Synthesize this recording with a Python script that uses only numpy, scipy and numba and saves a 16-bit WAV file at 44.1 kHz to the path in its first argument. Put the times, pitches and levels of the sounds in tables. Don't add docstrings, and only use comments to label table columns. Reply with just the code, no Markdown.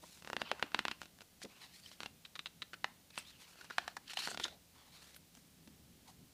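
import sys
import numpy as np
from scipy import signal
from scipy.fft import rfft, irfft, next_fast_len
from scipy.io import wavfile
from numba import njit

SR = 44100
rng = np.random.default_rng(int(sys.argv[2]) if len(sys.argv) > 2 else 0)


def file_out(sig):
    cols = np.atleast_2d(sig).T
    lim = np.clip(cols, -1, 1)
    pcm = np.round(lim * 32767).astype(np.int16)
    wavfile.write(sys.argv[1], SR, pcm)


N = 279153
TIME = np.arange(N) / SR

# time_s, strength_db (before colouring), bend (name), crispness_db,
# after_slip_share (of the energy, 0-1)
PAPER_SNAPS = [(.2234, -23, "slack", -4, 0.3), (.2477, -18.5, "slack", -2, 0.33),
               (.2747, -12, "slack", -6.5, 0.02), (.301, -7.5, "slack", -11.5, 0),
               (.3318, -3.5, "slack", -8, 0.18), (.3666, -3, "slack", -1.5, 0.03),
               (.4176, -1.5, "slack", -3.5, 0.08), (.5156, 3, "slack", -4.5, 0.09),
               (.5962, -13.5, "pinched", -10, 0.3), (.6267, 3.5, "slack", -3, 0.11),
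               (.719, -21.5, "pinched", -2, .2), (.7463, 4, "bowed", -2, 0.11),
               (.7915, 1, "taut", -0.5, 0.17), (.8528, -1, "bowed", -2, 0.05), (.8826, -5, "taut", 2, 0.06),
               (.9139, -7, "bowed", 1, 0.43), (1.017, -13, "taut", -3.5, 0.1),
               (1.032, -23.5, "taut", 3, 0.4), (1.057, -29, "taut", 7, 0.5),
               (1.188, -31.5, "corner", 0, 0.05), (1.2076, -24.5, "slack", 3, 0.3),
               (1.2175, -23.5, "taut", -3, 0.77), (1.418, -21, "corner", -4, 0.22),
               (1.8609, -34.5, "edge", 13, .4), (1.9157, -28, "taut", 6, 0.47),
               (2.0047, -13.5, "taut", 3, .04), (2.0331, -13, "taut", 2, 0.03),
               (2.0602, -14, "bowed", 3, 0.3), (2.2512, -24.5, "curled", 9, 0.78),
               (2.26, -29, "curled", 4, 0.1), (2.3551, -15, "curled", 0, .5),
               (2.3607, -14, "curled", -3, 0.77), (2.3929, -10, "curled", 2.5, 0.28),
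               (2.4594, -12, "curled", 5, .24), (2.4685, -17.5, "curled", 2, 0.6),
               (2.6205, -16, "curled", 8.5, .1), (2.6245, -11.5, "curled", 1, 0.5),
               (2.7335, -13.5, "pinched", -3, 0.5), (2.7402, -11.5, "pinched", -5.5, 0.8),
               (2.8442, 1.5, "folded", -2, 0.15), (3.104, -28, "curled", 1, 0.96),
               (3.1577, -33, "edge", 8, 0.5), (3.1777, -9, "taut", 3, 0.22),
               (3.557, -28, "pinched", -15, 0.3), (3.6114, -14.5, "pinched", -8.5, 0.92),
               (3.6446, -23.5, "corner", -2, 0.6), (3.7012, -14, "pinched", -9, 0.44),
               (3.7069, -8.5, "pinched", -12, 0.96), (3.7832, 5, "corner", -4.5, 0.21),
               (3.8791, -5.5, "corner", -4, 0.38), (3.9683, -5, "corner", -11.5, 0.7),
               (4.1346, -17, "edge", 5, 0.5), (4.1719, -7, "edge", 3.5, 0.76), (4.19, -8.5, "edge", 0, 0.6),
               (4.2223, -18, "edge", -2, .5), (4.2744, -4.5, "flapping", -6.5, 0.2),
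               (4.315, -11, "flapping", -24, .4), (4.345, -13, "flapping", -0.5, 0.97),
               (4.3747, -11, "flapping", 3, 0.15), (4.399, -6, "flapping", -2, 0.65),
               (4.4818, -22, "flapping", 5, .4), (5.146, -35, "edge", 6, 0.1),
               (5.1635, -23.5, "pinched", -1.5, 0.54), (5.3518, -33, "edge", 1, 0),
               (5.3717, -26.5, "slack", -9, 0.96), (5.6751, -27.5, "slack", -1.5, 0.63)]
PAPER_BENDS = {"slack": (-5, -22, 550, 2750, -27), "bowed": (-2.5, -20, 976, 2777, -33.5),
               "taut": (-5.5, -18.5, 1080, 1420, -27.5), "curled": (-15, -22.5, 1238, 3853, -34),
               "pinched": (-11.5, -26, 1378, 1454, -39), "corner": (-12, -19.5, 726, 1700, -43),
               "edge": (-17, -15, 760, 3076, -34), "flapping": (-5, -17.5, 687, 1424, -23.5),
               "folded": (-8, -22, 830, 1970, -44)}
# pitch_hz, t60_s, level_db
SHEET_RINGS = [(222, 0.035, -13), (547, 0.045, -23), (900, 0.0035, -1), (1484, 0.0057, -2),
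               (1850, 0.013, -9), (2900, 0.069, -27)]
# start_s, length_s, level_db (relative), body_db (hollow),
# air_db (hiss), curl_hz (pitch of the curl at mid-stroke), curl_db; the last three dB are relative to the crisp band
RUB_STROKES = [(0.028, 0.17, -61, -14, 0.5, 3730, -11), (0.261, 0.051, -62, 1, -5, 3800, -18),
               (0.4, 0.018, -51.5, -1, -12, 4800, -15), (0.463, 0.05, -50, -3.5, -25, 3050, 4),
               (.55, 0.14, -63.5, 2.5, -12, 2730, 4), (0.742, 0.068, -58.5, 0, -14, 2750, 2),
               (0.864, 0.064, -58, -6, -16, 2750, 7), (1.01, 0.032, -60, -19, -6, 2900, -4),
               (1.495, 0.3, -65.5, -4, -9, 2810, -2), (1.619, 0.048, -53.5, -9, -8.5, 4020, -13),
               (1.743, 0.057, -59.5, -22, -1, 4700, -12), (1.844, 0.041, -55.5, -25, -6.5, 4770, 1),
               (1.92, .02, -57.5, -15, -5, 4400, -9), (2.015, 0.047, -57, -4, -9, 2830, -18),
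               (3.136, 0.63, -66.5, -11, -16, 2750, 1), (3.185, 0.014, -46, -11.5, -5, 2720, -13),
               (3.269, 0.038, -56, -19, -6, 3740, -4), (3.405, 0.028, -56, -12, -3.5, 2800, -23),
               (3.487, 0.047, -62.5, -1, 6, 2610, -21), (3.591, 0.061, -58.5, -2, -5.5, 2510, -21),
               (3.72, 0.092, -59, -9, -11, 2500, -17), (3.804, .11, -59.5, -3, -10, 2500, -16),
               (4.104, 0.014, -43, -13.5, -10.5, 2900, -19), (4.194, 0.073, -41, -15.5, -8.5, 4330, -5),
               (4.281, 0.044, -47, -9, -7, 4200, -11), (4.416, 0.017, -46, -24, -7, 3600, -7),
               (4.451, 0.0056, -42.5, 0.5, -13, 3620, -4), (4.478, 0.056, -60, -22, -12, 3750, -5),
               (4.759, 0.14, -66.5, -1, -7, 3300, -9), (4.923, 0.1, -60.5, -8.5, -6, 4040, -3),
               (5.027, 0.12, -61.5, -6.5, -3, 4300, -25), (5.354, 0.042, -67, -12, 2, 4020, -15),
               (6.082, 0.018, -61, -10, -0.5, 4000, -11)]
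# (per Hz, relative)
RUB_COLOUR = [(150, 3), (400, 3), (800, 7.5), (1500, 4.5), (2200, 2.5), (2750, 3), (3200, 2), (4200, 3.5),
              (5500, -2.5), (8000, -5), (11000, -8.5), (15000, -18)]
# centre_s, length_s, level_db, centre_hz, width_hz
SHEET_FLICKS = [(0.04, 0.011, -53.5, 455, 660), (1.429, 0.016, -51, 3180, 4170),
                (1.4355, 0.0053, -48.5, 5440, 5600), (1.451, 0.004, -50.5, 2450, 4000),
                (1.4535, 0.012, -47, 320, 310), (3.187, 0.0085, -47, 8800, 2400),
                (4.08, 0.0044, -51, 3740, 2520), (4.141, .007, -53, 5500, 6000),
                (4.285, 0.011, -47.5, 1020, 1000), (4.305, 0.019, -50.5, 7200, 2000),
                (4.4418, 0.0041, -31, 3360, 806), (4.4422, 0.0072, -36.5, 4900, 3320),
                (4.523, 0.13, -67.5, 540, 398), (5.166, 0.013, -58.5, 11000, 6000),
                (5.679, 0.006, -55, 284, 332), (6.09, 0.035, -64, 860, 328)]
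# centre_s, half_length_s, level_db (relative)
BOOK_SHIFTS = [(.32, .1, -75), (4.404, 0.13, -66), (5.766, .12, -65.5), (6.2, 0.3, -67.5)]
# (per Hz, relative)
BOOK_COLOUR = [(30, -16), (50, -18), (70, 4.5), (100, -3.5), (165, 0.5), (260, -1.5), (400, -14.5),
               (900, -42), (4000, -80)]
# (per Hz, relative)
WALL_COLOUR = [(100, 4), (250, 1), (1000, -1), (3000, -2), (6000, 0.5), (14000, -9)]
# (per Hz, relative)
HUSH_COLOUR = [(12, -48), (20, -12), (63, -4), (175, -6.5), (323, -12), (451, -9.5), (665, -11.5),
               (808, -12.5), (1010, -15.5), (1660, -16), (2900, -14), (3160, -13.5), (4660, -14),
               (5500, -15), (15400, -18.5)]
# mean_pitch_hz, level_db (rms)
ROOM_TONES = [(168, -78), (4443, -99), (4499, -97), (15000, -92)]

THUMP_SLOPE, FIZZ_SLOPE = 0.41, 0.44
LEAD_IN_S, LEAD_IN_DB = 0.0025, -9.5
LANDING_DELAY_S, LANDING_HZ, LANDING_T60_S = 0.0128, 284, 0.028
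STRAYS_PER_S, STRAY_DB, STRAY_SPREAD_DB = 18, 16.5, 4.5
ATTACK_S, RELEASE_S, EASE_DB, CURL_RISE_OCTAVES = 0.016, 0.018, 1.5, 0.12
HOLD_DB = -71.5
HUSH_DB = -66.5
TOP_HZ = 15450


def snaps():
    out = np.zeros(N)
    for time_s, strength_db, bend, crisp_db, slips in PAPER_SNAPS:
        lead_in = np.sqrt(slips) * release(strength_db + LEAD_IN_DB, bend, crisp_db, 1)
        add(out, time_s - LEAD_IN_S, lead_in)
        add(out, time_s - 0.0003, release(strength_db, bend, crisp_db, slips))
        landing_db = strength_db + PAPER_BENDS[bend][-1]
        add(out, time_s + LANDING_DELAY_S, landing(landing_db))
    return out


def release(strength_db, bend, crisp_db, slips):
    thump_db, fizz_db, lowest_hz, ring_hz, _ = PAPER_BENDS[bend]
    thump_db = thump_db - THUMP_SLOPE * strength_db
    fizz_db = fizz_db - FIZZ_SLOPE * strength_db
    return snap(strength_db, thump_db, crisp_db, fizz_db, slips, lowest_hz, ring_hz)


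def snap(strength_db, thump_db, crisp_db, fizz_db, slips, lowest_hz, ring_hz, size=2048):
    t = np.arange(size) / SR
    spray = unit(rng.standard_normal(size) * fade(t, 0.027) * (1 - fade(t, 0.0035)))
    motion = np.sqrt(1 - slips) * unit(blow(t)) + np.sqrt(slips) * spray
    low_ring = resonate(motion, np.full(size, 1. * lowest_hz), 230.0)
    high_ring = resonate(motion, np.full(size, 1. * ring_hz), 0.064 * ring_hz)
    motion = 0.88 * motion + 0.5 * low_ring + 1.07 * high_ring
    thump = [(30, thump_db - 14), (190, thump_db), (0.56 * lowest_hz, thump_db - 3.0)]
    middle = [(0.96 * lowest_hz, -2), (1850, -1.5)]
    crisp = [(2200, crisp_db / 2 - 2.0), (2600, crisp_db + 0.5), (3900, crisp_db - 0.5)]
    fizz = [(5600, fizz_db + 6.5), (9000, fizz_db - 3.0), (15000, fizz_db - 14.5)]
    tone = pulse(thump + middle + crisp + fizz)
    return undb(strength_db) * disperse(signal.fftconvolve(motion, tone))


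def blow(t):
    ring = np.zeros(len(t))
    for hz, t60, mode_db in SHEET_RINGS:
        detune, gain = rng.standard_normal(2)
        mode = unit(np.cos(2 * np.pi * hz * (1 + 0.015 * detune) * t) * fade(t, t60))
        ring += mode * undb(mode_db + 2 * gain)
    out = 0.19 * ring
    out[0] += 1
    returns = unit(rng.standard_normal(len(t)) * fade(t, 0.013) * (t > 0.0005))
    return out + 0.48 * returns


def disperse(x, corner_hz=2600, count=5):
    g = np.tan(np.pi * corner_hz / SR)
    a = (g - 1) / (g + 1)
    return signal.sosfilt([[a, 1, 0, 1, a, 0]] * count, x)


def landing(db, scatter=0.19, cushion_s=0.005, size=2048):
    t = np.arange(size) / SR
    hz = LANDING_HZ * np.exp(scatter * rng.standard_normal())
    thud = np.sin(2 * np.pi * hz * t) * fade(t, LANDING_T60_S) * (1 - fade(t, cushion_s))
    return undb(db) * unit(thud)


def strays():
    out = np.zeros(N)
    for start_s, length_s, level_db, *_ in RUB_STROKES:
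        for _ in range(int(round(length_s * STRAYS_PER_S))):
            strength_db = level_db + STRAY_DB + STRAY_SPREAD_DB * rng.standard_normal()
            tick = release(strength_db, "corner", crisp_db=3.0, slips=0.34)
            add(out, start_s + length_s * rng.random(), tick)
    return out


def rustle(grains_per_s=2200, grain_db=3.0, smooth=0.94, flutter_db=2.0, curl_width_hz=420, bounce=0.38):
    slide_db, body_db, air_db, curl_hz, curl_db = curves(sliding())
    sizes = undb(grain_db * np.minimum(rng.exponential(size=N), 4))
    grains = (rng.random(N) < grains_per_s / SR) * sizes * rng.choice([-1, 1], N)
    rub = level(grains, 0) + smooth * rng.standard_normal(N)
    lag_s = 0.000784 * np.exp(0.337 * walk(9))
    mirrored = np.interp(TIME - lag_s, TIME, rub)
    rub = colour(rub + bounce * mirrored, RUB_COLOUR)
    body = level(band(rub, 250, 1800), 0)
    crisp = level(band(rub, 1800, 5500), 0)
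    air = level(band(rub, 5500, 16000), 0)
    curl = level(resonate(crisp, curl_hz * (1 + 0.017 * walk(32)), 1. * curl_width_hz), 0)
    crisp = (crisp + undb(curl_db) * curl) / (1 + 0.42 * undb(curl_db))
    pressure = undb(slide_db - 3.5 + flutter_db * walk(110))
    return pressure * (undb(body_db) * body + crisp + undb(air_db) * air)


def sliding(step_s=0.001):
    t = np.arange(0, N / SR, step_s)[:, None]
    start, length, level_db, body_db, air_db, curl_hz, curl_db = np.transpose(RUB_STROKES)
    progress = np.clip((t - start) / length, 0, 1)
    before = np.maximum(start - t, 0) / ATTACK_S
    after = np.maximum(t - start - length, 0) / RELEASE_S
    gain = undb(level_db - EASE_DB * progress) * np.exp(-before - after)
    power = gain ** 2 + np.finfo(float).eps
    total = power.sum(axis=1)
    pitch = curl_hz * 2 ** (CURL_RISE_OCTAVES * (progress - 0.5))
    colours = [(power * c).sum(axis=1) / total for c in (body_db, air_db, pitch, curl_db)]
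    return np.column_stack([t, 10 * np.log10(total), *colours])


def flicks():
    out = np.zeros(N)
    t = np.arange(-2048, 2048) / SR
    for centre_s, length_s, level_db, hz, width_hz in SHEET_FLICKS:
        lo_hz = np.hypot(hz, width_hz / 2) - width_hz / 2
        shiver = band(rng.standard_normal(len(t)), lo_hz, lo_hz + width_hz, order=2)
        shiver = unit(shiver * np.exp(-2 * np.abs(t) / length_s))
        add(out, centre_s + t[0], shiver * undb(level_db) * np.sqrt(length_s * SR))
    return out


def rumble(swell_db=3.5):
    noise = level(colour(rng.standard_normal(N), BOOK_COLOUR), -1.3)
    power = undb(HOLD_DB) ** 2
    for centre_s, half_s, level_db in BOOK_SHIFTS:
        power = power + undb(level_db) ** 2 * np.exp(-((TIME - centre_s) / half_s) ** 2)
    return noise * np.sqrt(power) * undb(swell_db * walk(13))


def room(x, t60=0.31, wet_db=-17.0, first_s=0.0071, size=22050):
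    t = np.arange(size) / SR
    reply = unit(rng.standard_normal(size) * fade(t, t60) * (t > first_s))
    return x + undb(wet_db) * signal.fftconvolve(x, colour(reply, WALL_COLOUR))[:N]


def hush():
    out = level(colour(rng.standard_normal(N), HUSH_COLOUR), HUSH_DB)
    for hz, level_db in ROOM_TONES:
        phase = 2 * np.pi * np.cumsum(hz + 4 * walk(25)) / SR
        out += undb(level_db) * np.sqrt(2) * np.sin(phase)
    return out


@njit
def resonate(x, hz, width_hz):
    y, b, l = np.empty(len(x)), 0., 0.
    for i in range(len(x)):
        g, k = np.tan(np.pi * hz[i] / SR), width_hz / hz[i]
        v = (b + g * (x[i] - l)) / (1 + g * (g + k))
        b, l, y[i] = 2 * v - b, l + 2 * g * v, k * v
    return y


def band(x, lo_hz, hi_hz, order=3):
    return signal.sosfilt(signal.butter(order, [lo_hz, hi_hz], "band", fs=SR, output="sos"), x)


def gain_db(points, hz):
    f, db = np.transpose(points)
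    return np.interp(np.log(np.maximum(hz, 1)), np.log(f), db)


def colour(x, points):
    n = next_fast_len(len(x))
    gain = undb(gain_db(points, np.fft.rfftfreq(n, 1 / SR)))
    return irfft(rfft(x, n) * gain, n)[:len(x)]


def pulse(points, size=1024):
    gain = undb(gain_db(points, np.fft.rfftfreq(size, 1 / SR)))
    cepstrum = irfft(np.log(gain))
    cepstrum[1:size // 2] *= 2
    cepstrum[size // 2 + 1:] = 0
    return irfft(np.exp(rfft(cepstrum)))


def walk(rate_hz):
    count = int(N / SR * rate_hz) + 2
    return np.interp(TIME * rate_hz, np.arange(count), rng.standard_normal(count))


def curves(table):
    s, *columns = np.transpose(table)
    return [np.interp(TIME, s, c) for c in columns]


def undb(db):
    return 10 ** (np.asarray(db) / 20)


def level(x, db):
    return x * undb(db) / np.sqrt(np.mean(x ** 2))


def unit(x):
    return x / np.sqrt(np.sum(x ** 2))


def fade(t, t60):
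    return np.exp(-np.log(1000) * t / t60)


def add(out, start_s, x):
    i = int(round(start_s * SR))
    x, i = x[max(0, -i):], max(0, i)
    out[i:i + len(x)] += x[:len(out) - i]


def scene():
    paper = snaps() + flicks() + rustle() + strays()
    return (room(paper) + rumble() + hush())[None]


def record(dry):
    return signal.sosfilt(signal.ellip(10, 0.1, 60, TOP_HZ, fs=SR, output="sos"), dry)


dry = scene()
out = record(dry)
file_out(out)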